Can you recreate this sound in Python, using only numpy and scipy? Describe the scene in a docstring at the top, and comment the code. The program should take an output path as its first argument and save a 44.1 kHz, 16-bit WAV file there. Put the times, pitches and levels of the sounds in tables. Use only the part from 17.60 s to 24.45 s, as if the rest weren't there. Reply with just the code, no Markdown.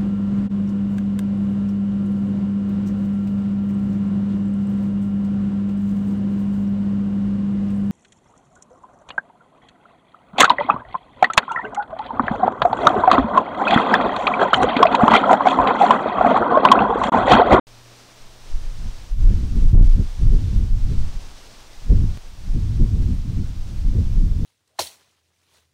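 """Grass hisses softly in a meadow, with microphone noise and a low hum behind it. Gusts soon press
on the bare microphone as random eddies of four sizes, with thumps, puffs and near-regular swings;
the strongest overload it into flat tops. From 2.4 s faint insect buzzes, made of narrow noise, come
and go. At 4.57 s a splice clicks with a pressure step: the hum stops and the grass is quieter,
while gusts go on and the insect returns near the end."""
import sys
import numpy as np
from scipy.fft import rfft, irfft, next_fast_len
from scipy.io import wavfile
from scipy.ndimage import uniform_filter1d, map_coordinates

SR = 44100
rng = np.random.default_rng(int(sys.argv[2]) if len(sys.argv) > 2 else 0)


def persist_wave(psi):
    """Save psi, clipped to +-1, as 16-bit WAV."""
    counts = np.round(np.clip(psi, -1, 1) * 32767).astype(np.int16)
    wavfile.write(sys.argv[1], SR, np.atleast_2d(counts).T)


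N = 302085
SECONDS = np.arange(N) / SR  # the time of each sample
SPLICE_S = 4.5741


def amp(db):
    """Turn dB into a gain."""
    return 10 ** (np.asarray(db) / 20)


def unit(x):
    """Scale a sound to an average (rms) strength of 1."""
    return x / np.sqrt(np.mean(x ** 2) + 1e-20)


def curves(rows):
    """Join the points of each column after the time into a curve with one value per sample."""
    times, *columns = np.transpose(rows)
    return [np.interp(SECONDS, times, column) for column in columns]


def wobble(rate):
    """Draw a smooth random curve through `rate` random points a second."""
    points = rng.standard_normal(int(N * rate / SR) + 4)
    return map_coordinates(points, [np.arange(N) * rate / SR])


def filtered(x, response):
    """Multiply each frequency of x by the gain that response(hz) gives."""
    size = next_fast_len(N + SR // 2)  # room for the filter to ring out
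    gain = response(np.fft.rfftfreq(size, 1 / SR))
    return irfft(rfft(x, size) * gain, size)[..., :N]


def coloured(x, spectrum):
    """Shape x by (Hz, dB) points joined on a log frequency axis, then scale it to rms 1."""
    points_hz, points_db = np.transpose(spectrum)

    def response(hz):
        return amp(np.interp(np.log(hz + 1), np.log(points_hz + 1), points_db))

    return unit(filtered(x, response))


def grass():
    """Distant blades rub in the wind: a smooth hiss with a slight flutter and brief dips."""
    # Hiss level, quieter after the splice. Each row: time in seconds, level in dB before flutter and dips.
    grass_level = [(0, -50.5), (1.2, -48.5), (2.5, -48), (3.05, -49.5), (3.5, -47.5), (4.15, -49),
                   (4.573, -49), (4.575, -51.5), (5, -50), (6.2, -51.5), (6.85, -51)]
    # Tone of the rubbing blades. Each row: frequency in Hz, relative level in dB per Hz.
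    blades = [(90, -23), (200, 0), (600, -1.5), (1100, -3.5), (1900, -7.5), (3500, -6.5), (5800, -7),
              (7000, -12), (9000, -15), (10500, -23.5), (16000, -35)]
    # Short dips of the hiss. Each row: time of the middle in seconds, depth in dB.
    dips = [(1.56, -7.5), (2.16, -7), (3.13, -5)]
    half_dip_s = 0.063
    level_db = curves(grass_level)[0]
    for middle_s, depth_db in dips:
        level_db = level_db + depth_db * np.clip(1 - np.abs(SECONDS - middle_s) / half_dip_s, 0, 1)
    flutter_db = 0.63 * wobble(8) + 0.49 * wobble(35)
    return amp(level_db + flutter_db) * coloured(rng.standard_normal(N), blades)


def circuit():
    """The microphone's own hiss: steady noise with a fixed tone."""
    # Tone of the hiss. Each row: frequency in Hz, relative level in dB per Hz.
    circuit_tone = [(300, -32), (3000, 2), (9000, -2.5), (13000, -0.5), (16000, -2.5)]
    level_db = -63.5
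    return amp(level_db) * coloured(rng.standard_normal(N), circuit_tone)


def hum():
    """Two sine tones an octave apart waver slightly in pitch and level, and stop at the splice."""
    # The tones. Each row: frequency in Hz, level in dB rms before the fade.
    tones = [(118.4, -51), (236.9, -78)]
    # Rise and fall of both tones. Each row: time in seconds, change in dB before the random wavering.
    fade = [(0, -3), (.3, -0.5), (.45, -8.5), (.9, -2), (1.3, -15), (3.7, -10), (4.3, -11), (4.57, -10)]
    turn = 2 * np.pi * SECONDS + 0.0034 * wobble(3.74)
    # the root of 2 turns an rms level into a sine's peak
    tone = sum(np.sqrt(2) * amp(db) * np.sin(hz * turn) for hz, db in tones)
    fade_db = curves(fade)[0] + 0.71 * wobble(7.6)
    return tone * amp(fade_db) * (SECONDS < SPLICE_S)


def peaks(rows, rise_db_s, fall_db_s):
    """Follow the loudest of (s, dB, held s) events: each rises straight in dB, holds, falls straight."""
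    level_db = np.full(N, -200.)
    for start, db, held in rows:
        rise_db = rise_db_s * np.maximum(start - SECONDS, 0)
        fall_db = fall_db_s * np.maximum(SECONDS - start - held, 0)
        level_db = np.maximum(level_db, db - rise_db - fall_db)
    return level_db


def together(a_db, b_db):
    """Add the powers of two unrelated sounds and give the level in dB."""
    return 10 * np.log10(amp(2 * a_db) + amp(2 * b_db))


def strengths():
    """Levels of the four eddy sizes; in steady wind the finest grow most steeply with its strength."""
    # The wind. Each row: time in seconds, strength in dB of the middle eddies, large eddies over it in dB.
    wind = [(.1, -62, 14), (.4, -62, 1), (.84, -59.5, 18), (.95, -37, 18), (1.15, -42, 9),
            (1.26, -26.5, 3.5), (1.34, -45, 12), (1.52, -43, 8), (1.6, -26, 8), (1.75, -21, 5.5),
            (1.9, -25, -0.5), (1.99, -16.5, -12), (2.09, -26, 8), (2.14, -12.5, -6), (2.24, -19.5, 4),
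            (2.3, -28, 13.5), (2.41, -19, 0), (2.5, -41, 16), (2.57, -39, 13), (2.61, -18, -4),
            (3.0, -21.5, -5.5), (3.22, -28, 5), (3.3, -18.5, -5), (3.47, -30.5, 8.5), (3.56, -34, 6),
            (3.65, -43.5, 8.5), (3.84, -55, 11), (4.15, -56, 13.5), (4.27, -36.5, 12), (4.31, -13.5, 0.5),
            (4.46, -23.5, 3.5), (4.57, -33.5, -1), (4.6, -53.5, 20), (4.82, -37, 3), (5.04, -21, -7),
            (5.41, -18.5, -6), (5.58, -24, -0.5), (5.65, -36, 6.5), (5.75, -24, -2), (6.15, -33.5, -1.5),
            (6.4, -18, -3), (6.48, -22.5, 2.5), (6.62, -20.5, 6), (6.77, -20, -3), (6.85, -33, 8)]
    # Puffs of fine turbulence. Each row: start of the hold in seconds, small eddies in dB,
    # hold in seconds, sharpness (extra level of the finest eddies) in dB.
    puffs = [(1.19, -43, .02, 0), (1.26, -53, .02, 0), (1.69, -25.5, 0.034, 1), (1.77, -32.5, 0.083, 5.5),
             (1.96, -23.5, 0.009, -4), (2.03, -27.5, 0.0079, -1), (2.145, -23, 0.013, 1),
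             (2.2, -25, 0.028, -1), (2.38, -24.5, 0.029, 3), (2.61, -34.5, 0.024, 4),
             (2.729, -22, 0.017, 3.5), (2.83, -32, 0.0092, 3), (2.93, -29.5, 0.016, -5),
             (2.99, -36, .05, 8), (3.11, -38, .03, -3), (3.3, -28, 0.025, 3.5), (3.41, -33.5, 0.022, -3),
             (4.306, -21, .03, 2.5), (4.37, -26.5, .07, -3), (4.49, -37.5, 0.017, 5), (4.87, -35, .01, 0),
             (4.95, -27, 0.035, -2), (5.2, -22, 0.04, 0.5), (5.33, -31.5, 0.12, 2.5),
             (5.49, -25.5, 0.043, -5), (5.66, -30.5, 0.069, -3.5), (5.77, -30, 0.063, 0.5),
             (6.1, -35.5, 0.06, 0), (6.25, -33.5, 0.049, -4), (6.35, -25, 0.054, 3),
             (6.57, -29.5, 0.1, -3.5), (6.8, -26, .05, -3)]
    # Single large eddies that thump. Each row: start of the hold in seconds, level in dB, hold in seconds.
    thumps = [(.92, -20, .04), (1.06, -23, .03), (1.29, -26, 0.0084), (1.53, -15, .01), (1.62, -13, 0.073),
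              (1.96, -10, 0.0089), (2.03, -8.5, 0.042), (2.27, 1, 0.05), (2.67, -8.5, 0.061),
              (2.97, -9.5, 0.012), (3.12, -11.5, .01), (3.24, -13, 0.018), (3.39, -8, 0.028),
              (3.52, -26, .06), (4.18, -33, .02), (4.45, -21, 0.063), (4.9, -16.5, 0.063),
              (5.41, -13.5, .02), (5.55, -27.5, .08), (5.78, -26, .03), (5.99, -25, 0.047),
              (6.19, -17.5, 0.0065), (6.28, -8, .02), (6.6, -5, 0.032), (6.8, -21, 0.033)]
    reference_db = -20
    small_at_reference_db, small_growth = -32.5, 0.99  # growth in dB per dB of wind
    finest_at_reference_db, finest_growth = -33.5, 1.4  # growth in dB per dB of small eddies
    puff_middle_db = 1.5  # middle eddies in a puff, over the small ones

    def finest_from(small_db):
        return finest_at_reference_db + finest_growth * (small_db - reference_db)

    wind_db, large_over_db = curves(wind)
    puff_db = peaks([row[:3] for row in puffs], rise_db_s=605, fall_db_s=457)
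    edges = [(start, finest_from(db) + sharp_db, held) for start, db, held, sharp_db in puffs]
    edge_db = peaks(edges, rise_db_s=802, fall_db_s=600)
    thump_db = peaks(thumps, rise_db_s=450, fall_db_s=401)
    steady_db = small_at_reference_db + small_growth * (wind_db - reference_db)
    large_db = together(wind_db + large_over_db, thump_db)
    middle_db = together(wind_db, puff_db + puff_middle_db)
    small_db = together(steady_db, puff_db)
    finest_db = together(finest_from(steady_db), edge_db)
    return large_db, middle_db, small_db, finest_db


def swings():
    """Hard gusts swing the diaphragm, inward first; also gives how far a swing takes over (0-1)."""
    # The swings. Each row: start in seconds, frequency in Hz,
    # peak in dB before shaping and smoothing, length in seconds.
    swing_rows = [(.6, 12.5, -35, .09), (1.64, 30, -1.5, .06), (2.131, 80, -4, .02), (2.144, 29.5, .5, .11),
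                  (2.254, 25.5, -2.5, .105), (2.697, 30, -6, .09), (4.296, 44, -5, .04),
                  (5.197, 29, -7, .055), (6.247, 31, -10.5, .06), (6.377, 88, -10, .035),
                  (6.555, 31, -8, .12)]
    push, shapes = np.zeros(N), []
    for start, hz, db, length in swing_rows:
        since = SECONDS - start
        arch = np.sin(np.pi * np.clip(since / length, 0, 1)) * (since < length)
        shape = np.tanh(3 * arch)  # quicker ends, flatter middle
        push -= amp(db) * shape * np.sin(2 * np.pi * hz * since)
        shapes.append(shape)
    return uniform_filter1d(push, size=60), np.max(shapes, axis=0)


def eddies(spectrum, span, lumps_db):
    """Random pressure from a stream of eddies: evened out over about span seconds, then made lumpy."""
    flow = coloured(rng.standard_normal(N), spectrum)
    width = int(span * SR)
    power = uniform_filter1d(uniform_filter1d(flow ** 2, width), width)
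    even = flow / np.sqrt(np.abs(power) + 0.03)
    return unit(even * amp(lumps_db))


def buffeting():
    """Eddies of four sizes press on the diaphragm; all but the large share bunches of turbulence."""
    # Pressure tone of the slow air rolls and of the four eddy sizes.
    # Each row: frequency in Hz, relative level in dB per Hz.
    slow_tone = [(2, -33), (6, -10), (14, 4), (28, -1), (45, -27), (120, -79)]
    large_tone = [(2, -40), (6, -4.5), (15, 0), (28, 1), (42, -11.5), (60, -31), (120, -88)]
    middle_tone = [(25, -40), (42, 2), (60, 1), (110, -4.5), (140, -29), (300, -95)]
    small_tone = [(80, -51), (120, 1.5), (200, -5), (310, -16.5), (400, -42), (900, -74), (2000, -120)]
    finest_tone = [(220, -39), (330, 5), (450, -3), (700, -22.5), (1200, -36.5), (3000, -59), (6000, -120)]
    large_db, middle_db, small_db, finest_db = strengths()
    bunch = wobble(30)
    push, busy = swings()
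    busy = np.clip(1.5 * uniform_filter1d(busy, size=900), 0, 1)
    # the stronger the large eddies, the faster they pass: blend from slow rolls to quicker ones
    fast = np.clip((large_db + 47.5) / 28, 0, 1) * np.pi / 2
    slow_rolls = np.cos(fast) * eddies(slow_tone, 0.058, 0.43 * wobble(5.5))
    quick_rolls = np.sin(fast) * eddies(large_tone, 0.063, 0.82 * wobble(10))
    # a swing pushes back the large and middle eddies while it lasts
    large = amp(large_db - 16 * busy) * (slow_rolls + quick_rolls)
    middle = amp(middle_db - 5 * busy) * eddies(middle_tone, 0.036, 1.5 * bunch + 1.5 * wobble(14))
    small = amp(small_db) * eddies(small_tone, 0.034, 1.3 * bunch + 0.91 * wobble(50))
    finest = amp(finest_db) * eddies(finest_tone, 0.07, 0.84 * bunch + 1.25 * wobble(80))
    return push + large + middle + small + finest


def insect():
    """Faint buzzes from far in the grass: a narrow band of noise that swells and fades."""
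    # The buzzes. Each row: start in seconds, end in seconds, level in dB at the height of the swell.
    buzzes = [(2.4, 2.6, -67), (2.75, 3.05, -62), (6.3, 6.5, -65), (6.55, 6.9, -63)]
    pitch_hz, width_hz = 3550, 65
    swell = np.zeros(N)
    for start, end, db in buzzes:
        swell += amp(db) * np.sin(np.pi * np.clip((SECONDS - start) / (end - start), 0, 1))
    noise = filtered(rng.standard_normal(N), lambda hz: np.exp(-((hz - pitch_hz) / width_hz) ** 2))
    return swell * unit(noise)


def splice():
    """A click where two pressures meet: it leans down, jumps up through zero and relaxes."""
    step_db, relax_s = -26.5, 0.005  # size of the whole jump
    since = SECONDS - SPLICE_S
    return amp(step_db) * np.sign(since) * np.exp(-np.abs(since) / relax_s) / 2


def scene():
    """Add up everything at the microphone, as one channel."""
    return (buffeting() + grass() + circuit() + hum() + insect() + splice())[None]


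def record(dry):
    """Mute the opening, cut overloads into flat tops, then remove everything above the top frequency."""
    start_s, overload, top_hz = .069, .598, 15750  # overload is a sample value
    live = dry * (np.arange(N) >= start_s * SR)
    return filtered(np.clip(live, -overload, overload), lambda hz: hz < top_hz)


dry = scene()
out = record(dry)
persist_wave(out)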